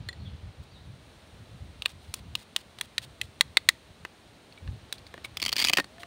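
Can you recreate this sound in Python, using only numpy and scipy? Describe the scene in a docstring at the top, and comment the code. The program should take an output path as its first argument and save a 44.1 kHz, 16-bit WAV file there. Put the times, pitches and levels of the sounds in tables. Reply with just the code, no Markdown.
"""At a toy cutting board, close up, a hollow plastic fruit is turned in the hand and tapped with a
plastic knife; each tap rings its thin wall and the hollow inside. The knife then prises the halves
apart: the hook-and-loop pad rips in a quickening run of snaps and one half drops on the board.
Air buffets the microphone over a soft hiss; far off are two faint chirps and a rising hoot."""
import sys
import numpy as np
from scipy import signal
from scipy.fft import rfft, irfft
from scipy.io import wavfile
from scipy.ndimage import uniform_filter1d

SR = 44100
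rng = np.random.default_rng(int(sys.argv[2]) if len(sys.argv) > 2 else 0)


def transcribe(u):
    """Save the signal u as a 16-bit wav file named by the first command-line argument.

    u: samples, shape (n,) or (channels, n), limited to [-1, 1]; the rate is SR.
    q: integer samples, one column per channel.
    """
    v = np.clip(np.atleast_2d(u).T, -1, 1)
    q = np.round(v * 32767).astype(np.int16)
    wavfile.write(sys.argv[1], SR, q)


N = 267246
TIME = np.arange(N) / SR
AGE = np.arange(SR // 10) / SR   # seconds since a contact

# Table levels are relative: the functions add their own trims.
# knocks on the hollow fruit, sharp taps and a few dull bumps:
# t/s, level/dB, wall f/Hz, hollow f/Hz, hollow ring/dB, thud/dB, crack/dB, after-hiss length/s
FRUIT_KNOCKS = [(1.821, -28, 2700, 1900, -26, -18, -14, 0.0081), (1.854, -38, 2800, 1910, -24, -26, -12, 0),
                (1.8582, -17, 2780, 1730, -12.5, -14, -13.5, 0.064),
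                (2.1399, -32, 3800, 2350, -12, -7.5, 5.5, 0.059),
                (2.3523, -21.5, 3200, 2030, -23, -16, -11.5, 0.089),
                (2.5624, -18.5, 2720, 1890, -14.5, -17, -7.5, .055),
                (2.7864, -41.5, 3630, 1940, -9, -7, -6.5, 0.0087),
                (2.811, -25.5, 3460, 1900, -6.5, -11.5, -3, 0.047),
                (2.9806, -20, 3800, 1880, -8, -23, -10.5, 0.017),
                (3.214, -24, 2600, 2000, -6.5, -28, -7, 0.042),
                (3.409, -11.5, 3880, 1980, -7, -13.5, -8.5, 0),
                (3.5705, -11, 3940, 2040, -4, -12.5, -11.5, 0),
                (3.6886, -10.5, 4100, 1960, -2.5, -12.5, -5, 0.024),
                (4.524, -48, 4400, 2250, -14, -20, -20, 0.0027),
                (4.576, -51, 2400, 2290, 2.5, -6, -22, 0.0041), (4.676, -46, 3000, 1620, -3, -5, -28, 0),
                (4.9255, -27, 4000, 1700, -10.5, -14, -4.5, 0.034),
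                (4.982, -46, 4400, 2250, -14, -19, -11, 0.0038),
                (5.067, -45, 4370, 2250, -7.5, -16, -12, 0.0028), (5.2466, -36, 2400, 2240, 2, -7.5, -9, 0),
                (5.255, -43, 2400, 2250, -1, -2, -12, 0.0015),
                (5.7723, -25.5, 2600, 1870, 1.5, -21, -9, 0.015),
                (5.799, -26, 4830, 1846, 1.5, -4, -8, 0.023),
                (5.843, -42, 4400, 1890, -5, -5, -5.5, 0.0017)]
# big bunches of hooks letting go: t/s, level/dB, wall f/Hz
SNAPS = [(5.3704, -27.5, 3420), (5.3995, -33.5, 3300), (5.4181, -27.5, 4340), (5.426, -22.5, 4380),
         (5.4379, -31.5, 4430), (5.4506, -27.5, 4270), (5.4617, -21, 3150), (5.4807, -28, 3130),
         (5.4913, -25, 3100), (5.519, -32, 4460), (5.5274, -20, 4350), (5.5577, -34, 3030),
         (5.5651, -22, 4350), (5.582, -24, 4360), (5.5918, -22.5, 4500), (5.5994, -21, 3270),
         (5.616, -24.5, 4570), (5.6233, -21.5, 4530), (5.6418, -20, 3630), (5.6482, -17, 4920),
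         (5.6622, -28.5, 5130), (5.671, -22, 2520), (5.6844, -18.5, 2940), (5.696, -17.5, 2480),
         (5.7287, -31, 2470), (5.7335, -14.5, 2780), (5.751, -39, 2550), (5.771, -19, 3080)]
# crackle of single hooks between the snaps: t/s, rate/Hz, level/dB
PEEL = [(5.36, 2, -71), (5.42, 200, -48), (5.505, 40, -32), (5.55, 50, -31), (5.6, 400, -28),
        (5.69, 500, -34), (5.715, 120, -38.5), (5.76, 104, -43), (5.775, 791, -25.5), (5.81, 0, -25)]
# the fruit bumping the board: t/s, shell level/dB, board level/dB
BUMPS = [(4.0504, -39, -62), (5.141, -46.5, -40.5), (5.178, -50.5, -43), (5.7, -59, -32.5),
         (5.735, -51, -33), (5.773, -36, -31), (5.7846, -26, -26), (5.7901, -33, -29.5), (5.7984, -42, -30),
         (5.843, -65, -46), (5.982, -54.5, -66), (6.033, -44, -62)]
# a loose piece is let go and rocks once: t/s, level/dB
LOOSE_CLICKS = [(0.0879, -33), (0.129, -47)]
# short faint hisses with their own timing: t/s, length/s, level/dB
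FAINT_HISSES = [(0.622, .025, -60.5), (1.98, 0.21, -63), (3.01, 0.049, -48), (5.239, 0.024, -45),
                (5.989, 0.052, -52)]
# far falling chirps, two overlapping notes each: t/s, length/s, start f/Hz, end f/Hz, level/dB
CHIRPS = [(0.176, 0.071, 4330, 4220, -59), (0.235, 0.065, 3840, 2754, -52), (0.697, .05, 4650, 4520, -62),
          (0.726, 0.064, 4000, 3630, -55.5)]
# far hoot: t/s, f/Hz, level/dB
HOOT = [(5.86, 573, -85), (5.91, 619, -62), (5.96, 657, -62), (5.995, 690, -53), (6.06, 695, -56)]
# draught on the microphone: t/s, level/dB
DRAUGHT = [(0.0, -51), (0.34, -41.5), (0.54, -55), (1.28, -54), (1.79, -49), (2.6, -55.5), (3.05, -56),
           (3.98, -60.5), (5.75, -56.5), (6.06, -59)]
# puffs of air: peak t/s, length/s, level/dB
GUSTS = [(0.005, .08, -40.5), (0.29, 0.23, -40), (0.464, 0.12, -39), (0.606, 0.051, -40),
         (0.895, 0.16, -43), (1.35, 0.048, -46), (1.53, 0.08, -43.5), (1.64, 0.12, -39.5),
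         (2.091, 0.055, -43.5), (2.3, 0.24, -46), (3.248, .16, -48), (3.9, 0.036, -46), (4.027, 0.092, -50),
         (4.697, .17, -33), (5.47, .24, -50)]
# the bed of hiss: t/s, body level/dB, treble level/dB
BED_LEVELS = [(0, -56.5, -70.5), (.9, -58.5, -68), (1.1, -57, -65.5), (2.2, -58, -67.5), (3, -57.5, -65.5),
              (4, -58, -66.5), (5.2, -56, -66), (6.06, -57, -65)]

# resonances: f/Hz, level/dB, t60/s
SHELL_MODES = [(2850, 8.5, 0.006), (3350, 4, 0.0056), (3800, -3, 0.011), (4360, -3.5, 0.01),
               (4730, -12.5, 0.014)]   # the fruit's thin wall
HALVES_MODES = [(2480, -7, 0.011), (3040, -8.5, 0.01), (4700, -7, 0.0076), (5260, -11.5, 0.012)]   # the halves, held apart by the knife
BOARD_MODES = [(178, -5, 0.034), (294, -6, 0.053), (406, -8, 0.011), (575, -6, 0.035), (690, -6, 0.025)]   # the board on its soft mat
PIECE_MODES = [(1928, 1.5, 0.035), (3480, -8, 0.078), (4150, 0.5, .022), (7090, -16.5, 0.059),
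               (8600, -20.5, 0.064)]   # the loose piece

# tone colours: f/Hz, level/dB
WALL_EQ = [(1500, -41), (2100, -14.5), (2500, 0.5), (3000, -6), (3900, 4), (4600, -1), (5400, -16),
           (6500, -27), (9000, -57.5)]   # clack of a contact
THUD_EQ = [(80, -12.5), (200, 1), (400, 7.5), (800, -3), (1200, 3), (1600, -5), (2100, -16), (3000, -35)]   # its low body
CRACK_EQ = [(3500, -20), (5200, -1.5), (6000, -3), (7500, -4.5), (9000, 0.5), (10500, -8), (13000, -15.5),
            (15500, -8)]   # its bright edge
PAD_EQ = [(100, -33), (220, -6.5), (500, -17.5), (1200, -7.5), (1500, -15), (2000, -0.5), (2500, -4),
          (3300, -1.5), (3800, -6), (4700, -1), (5400, -11), (6500, -10.5), (9000, -39)]   # body of the ripping pad
HOOK_EQ = [(3500, -21), (5200, -8.5), (6200, 1), (7600, -3), (9000, -0.5), (10000, -8), (12400, -9.5),
           (13300, -9), (14500, -8), (15500, -5.5)]   # bright edge of a hook letting go
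FAINT_HISS_EQ = [(1200, -8), (2500, -4), (3300, 1.5), (4300, -1), (5500, -9), (7500, -12.5), (9000, -5.5),
                 (11000, -19), (15500, -15.5)]   # colour of the faint hisses
RUMBLE_EQ = [(15, -56), (25, -38), (40, -11.5), (58, -0.5), (80, 1.5), (115, -1.5), (160, -9.5), (240, -21),
             (400, -34.5), (800, -69.5)]   # air on the microphone
BED_EQ = [(100, -3.5), (200, 4.5), (350, 0.5), (650, -1), (1000, -5), (1800, -8), (3000, -8.5), (4100, -8),
          (5200, -18.5), (7000, -24), (10000, -58)]   # body of the hiss bed
BED_TREBLE_EQ = [(3500, -24), (5500, 0), (7500, -3), (9000, 3.5), (10500, -8), (13000, -10.5),
                 (15500, -9.5)]   # its airy top

THUD_HZ = 1260   # resonance of the plastic's thud


def fruit_knocks(hollow_trim_db=2.5, thud_trim_db=0.5, gripped_t60=0.006, free_t60=0.042):
    """Sharp taps and a few dull bumps: the less the fingers damp the hollow, the more it rings."""
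    out = np.zeros(N)
    for s, level_db, wall_hz, hollow_hz, ring_db, thud_db, crack_db, _ in FRUIT_KNOCKS:
        t60 = gripped_t60 + (free_t60 - gripped_t60) * from_db(min(ring_db, 0)) ** 3
        hit = knock(wall_hz, hollow_hz, t60, ring_db + hollow_trim_db, thud_db + thud_trim_db, crack_db)
        add(out, s, from_db(level_db) * hit)
    return out


def knock(wall_hz, hollow_hz, hollow_t60, hollow_db, thud_db, crack_db, clack_db=-13):
    """One blow on the fruit, in four layers: wall ring, hollow ring, thud and crack."""
    wall = response(WALL_EQ)
    force = contact(hold=0.00089, t60=0.013, scatter=4.5)
    push = contact(hold=0.0027, t60=0.014, scatter=0.65)
    flex = through(contact(hold=0.0018, t60=0.0058, scatter=1.0), wall)
    clack = from_db(clack_db) * unit_blow(through(force, wall))
    sound = unit_blow(shell_ring(flex, wall_hz) + clack)
    sound += from_db(hollow_db) * unit_blow(ring(push, hollow_hz, hollow_t60))
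    sound += from_db(thud_db) * unit_blow(ring(through(push, response(THUD_EQ)), THUD_HZ, t60=0.0032))
    return sound + from_db(crack_db) * unit_blow(through(force, response(CRACK_EQ)))


def shell_ring(force, favoured_hz, falloff_db_per_octave=43, detune=0.0045):
    """The shell's modes: the spot struck favours those near one pitch, and the grip detunes them."""
    out = 0
    for hz, level_db, t60 in SHELL_MODES:
        gain = from_db(level_db - falloff_db_per_octave * abs(np.log2(hz / favoured_hz)))
        gripped_hz = hz * (1 + detune * rng.standard_normal())
        out = out + gain * unit_blow(ring(force, gripped_hz, t60))
    return unit_blow(out)


def rip(snap_db=0.5, wall_db=-6.5, halves_db=-5.5, crack_db=-8.5, straggler_s=0.004, straggler_db=-10.5):
    """Hooks let go in bunches, each jerk ringing the parting halves; a straggler trails every snap."""
    out = np.zeros(N)
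    pad, crack = unit_blow(response(PAD_EQ)), unit_blow(response(HOOK_EQ))
    halves = sum(from_db(db + halves_db) * unit_blow(ring(pad, hz, t60)) for hz, db, t60 in HALVES_MODES)
    body = unit_blow(pad + halves)
    for s, level_db, wall_hz in SNAPS:
        for lag, drop_db in ((0, 0), (straggler_s, straggler_db)):
            force = contact(hold=0.00097, t60=0.01, scatter=3.2)
            shell = unit_blow(through(force, body))
            snap = unit_blow(shell + from_db(wall_db) * unit_blow(ring(shell, wall_hz, t60=0.012)))
            snap += from_db(crack_db) * unit_blow(through(force, crack))
            onset = s + lag * (1 + 0.25 * rng.standard_normal())
            add(out, onset, from_db(level_db + drop_db + snap_db) * snap)
    return out + hook_crackle(body, crack)


def hook_crackle(body, crack, trim_db=-3, crack_db=-9):
    """Single hooks pop at random between the snaps, ticking through the pad and the halves."""
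    per_s, level_db = in_time(PEEL)
    peeling = (TIME > PEEL[0][0]) & (TIME < PEEL[-1][0])
    pops = peeling * (rng.random(N) < per_s / SR)
    strength = np.clip(rng.standard_normal(N), -1, 1) * from_db(level_db + trim_db)
    return through(pops * strength, unit_blow(body + from_db(crack_db) * crack))


def board_bumps():
    """The fruit meets the board: a dull knock from the shell, a short thump from the board."""
    out = np.zeros(N)
    for s, shell_db, board_db in BUMPS:
        shell = knock(wall_hz=2400, hollow_hz=1800, hollow_t60=0.0095,
                      hollow_db=7.5, thud_db=4.5, crack_db=-26)
        add(out, s, from_db(shell_db) * shell)
        push = contact(hold=0.003, t60=0.017, scatter=1.0)
        for hz, mode_db, t60 in BOARD_MODES:
            thump = unit_blow(ring(push, hz, t60))
            add(out, s, rng.choice([-1, 1]) * from_db(board_db + mode_db) * thump)
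    return out


def loose_piece(thud_db=-11, wall_db=-4, crack_db=-22):
    """A piece that no hand holds clacks and rings freely."""
    out = np.zeros(N)
    for s, level_db in LOOSE_CLICKS:
        force = contact(hold=0.0013, t60=0.015, scatter=1.0)
        thud = ring(through(force, response(THUD_EQ)), THUD_HZ, t60=0.0026)
        sound = sum(from_db(db) * unit_blow(ring(force, hz, t60)) for hz, db, t60 in PIECE_MODES)
        sound += from_db(wall_db) * unit_blow(through(force, response(WALL_EQ)))
        sound += from_db(thud_db) * unit_blow(thud)
        sound += from_db(crack_db) * unit_blow(through(force, response(CRACK_EQ)))
        add(out, s, from_db(level_db) * sound)
    return out


def faint_hisses(grain_db=3, delay_s=0.0075, after_db=-54.5):
    """Short, faint, grainy hisses that swell and fade, most of them just after a knock."""
    envelope = np.zeros(N)
    after_hisses = [(s + delay_s, length, after_db) for s, *_, length in FRUIT_KNOCKS if length > 0]
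    for s, length, level_db in after_hisses + list(FAINT_HISSES):
        add(envelope, s, from_db(level_db) * signal.windows.tukey(int(length * SR), .5))
    grain = from_db(grain_db * wobble(N, smoothing=100))
    return envelope * rms_one(grain * coloured_noise(FAINT_HISS_EQ))


def reflections(x, near_db=-25, near_t60=0.042, far_db=-35, far_t60=0.32):
    """Weak scatter off the toys nearby and a fainter, longer tail, both after a short pre-delay."""
    out = np.zeros(N)
    age = np.arange(SR // 2) / SR
    for level_db, t60 in ((near_db, near_t60), (far_db, far_t60)):
        tail = rng.standard_normal(len(age)) * from_db(-60 * age / t60) * (age > .003)
        out += from_db(level_db) * through(x, tail / np.linalg.norm(tail))
    return out


def far_chirps(waver_hz=130, direct_db=-3, echo_db=-3, echo_t60=.45):
    """Wavering downward sweeps, blurred by distance."""
    chirps = np.zeros(N)
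    for s, length, start_hz, end_hz, level_db in CHIRPS:
        count = int(length * SR)
        hz = np.linspace(start_hz, end_hz, count) + waver_hz * wobble(count, smoothing=60)
        add(chirps, s, from_db(level_db) * np.hanning(count) * tone(hz))
    age = np.arange(SR // 2) / SR
    tail = rng.standard_normal(len(age)) * from_db(-60 * age / echo_t60)
    return from_db(direct_db) * chirps + from_db(echo_db) * through(chirps, tail / np.linalg.norm(tail))


def far_hoot():
    """One soft pure tone that swells as it rises."""
    hz, level_db = in_time(HOOT)
    return (TIME > HOOT[0][0]) * from_db(level_db) * tone(hz)


def air_buffet(draught_db=-1.0, flutter_db=4.0, gust_db=-1.5):
    """A fluttering draught and single puffs rumble on the microphone."""
    flow_db, = in_time(DRAUGHT)
    flutter = rms_one(uniform_filter1d(wobble(N, smoothing=2200), size=2200))
    power = from_db(flow_db + draught_db + flutter_db * flutter) ** 2
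    for s, length, peak_db in GUSTS:
        swell = np.cos(np.pi * np.clip((TIME - s) / length, -.5, .5))
        power += (from_db(peak_db + gust_db) * swell) ** 2
    rumble = coloured_noise(RUMBLE_EQ)
    rumble /= np.sqrt(uniform_filter1d(rumble ** 2, size=4000))   # the air flow alone sets its swell
    return np.sqrt(power) * rumble


def hiss_bed(body_trim_db=1.5, treble_trim_db=-3.0):
    """A soft, nearly even noise bed with an airy top."""
    body_db, treble_db = in_time(BED_LEVELS)
    body = from_db(body_db + body_trim_db) * coloured_noise(BED_EQ)
    return body + from_db(treble_db + treble_trim_db) * coloured_noise(BED_TREBLE_EQ)


def contact(hold, t60, scatter, rise=0.0013):
    """A sharp impulse, then dense reflections in the shell that build, hold and die; times in s."""
    swell = np.minimum(AGE / rise, 1) * from_db(-60 * np.maximum(AGE - hold, 0) / t60)
    echoes = rng.standard_normal(len(AGE)) * swell
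    force = scatter * echoes / np.linalg.norm(echoes)
    force[0] += rng.choice([-1, 1])
    return force


def ring(x, hz, t60):
    """One damped mode driven by x."""
    radius, angle = from_db(-60 / (t60 * SR)), 2 * np.pi * hz / SR
    return signal.lfilter([1, 0, -1], [1, -2 * radius * np.cos(angle), radius * radius], x)


def response(eq, size=4096):
    """Minimum-phase impulse response of an EQ curve."""
    hz, db = np.transpose(eq)
    grid = np.maximum(np.arange(size // 2 + 1) * SR / size, 1)
    gain = from_db(np.interp(np.log(grid), np.log(hz), db))
    cepstrum = irfft(np.log(gain))
    cepstrum[1:size // 2] *= 2   # fold forward, so nothing rings ahead of the attack
    cepstrum[size // 2 + 1:] = 0
    return irfft(np.exp(rfft(cepstrum)))


def through(x, impulse):
    """Filter x by an impulse response."""
    return signal.fftconvolve(x, impulse)[:len(x)]


def coloured_noise(eq, size=8192):
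    """Steady noise shaped by an EQ curve, rms 1."""
    return rms_one(signal.fftconvolve(rng.standard_normal(N + size - 1), response(eq, size), "valid"))


def wobble(count, smoothing):
    """Random modulation, rms 1; smoothing in samples."""
    return rms_one(uniform_filter1d(rng.standard_normal(count), size=smoothing))


def tone(hz):
    """A sine that follows a pitch curve, rms 1."""
    return np.sqrt(2) * np.sin(2 * np.pi * np.cumsum(hz) / SR)


def from_db(db):
    """Decibels to gain."""
    return 10 ** (np.asarray(db) / 20)


def rms_one(x):
    """Scale to rms 1."""
    return x / np.sqrt(np.mean(x ** 2) + 1e-20)


def unit_blow(x):
    """Scale to the energy of 3 ms at rms 1."""
    return x / np.sqrt(np.sum(x ** 2) / (.003 * SR) + 1e-20)


def in_time(rows):
    """Join timed breakpoints by straight lines, one curve per value column."""
    s, *columns = np.transpose(rows)
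    return [np.interp(TIME, s, column) for column in columns]


def add(out, s, sound):
    """Mix a short sound in at time s."""
    start = int(np.clip(round(s * SR), 0, N - 1))
    out[start:start + len(sound)] += sound[:N - start]


def scene():
    """The toys up front, with far calls, air and hiss behind them, in mono."""
    close = loose_piece() + fruit_knocks() + rip() + board_bumps() + faint_hisses()
    return (close + reflections(close) + far_chirps() + far_hoot() + air_buffet() + hiss_bed())[None]


def record(dry, low_cut_hz=36, high_cut_hz=15700):
    """The microphone drops the deepest bass, clips any peak over full scale and cuts the top."""
    low_cut = signal.butter(2, low_cut_hz, "high", fs=SR, output="sos")
    high_cut = signal.ellip(10, .2, 80, high_cut_hz, fs=SR, output="sos")
    clipped = np.clip(signal.sosfilt(low_cut, dry), -1, 1)
    return signal.sosfilt(high_cut, clipped)


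dry = scene()
out = record(dry)
transcribe(out)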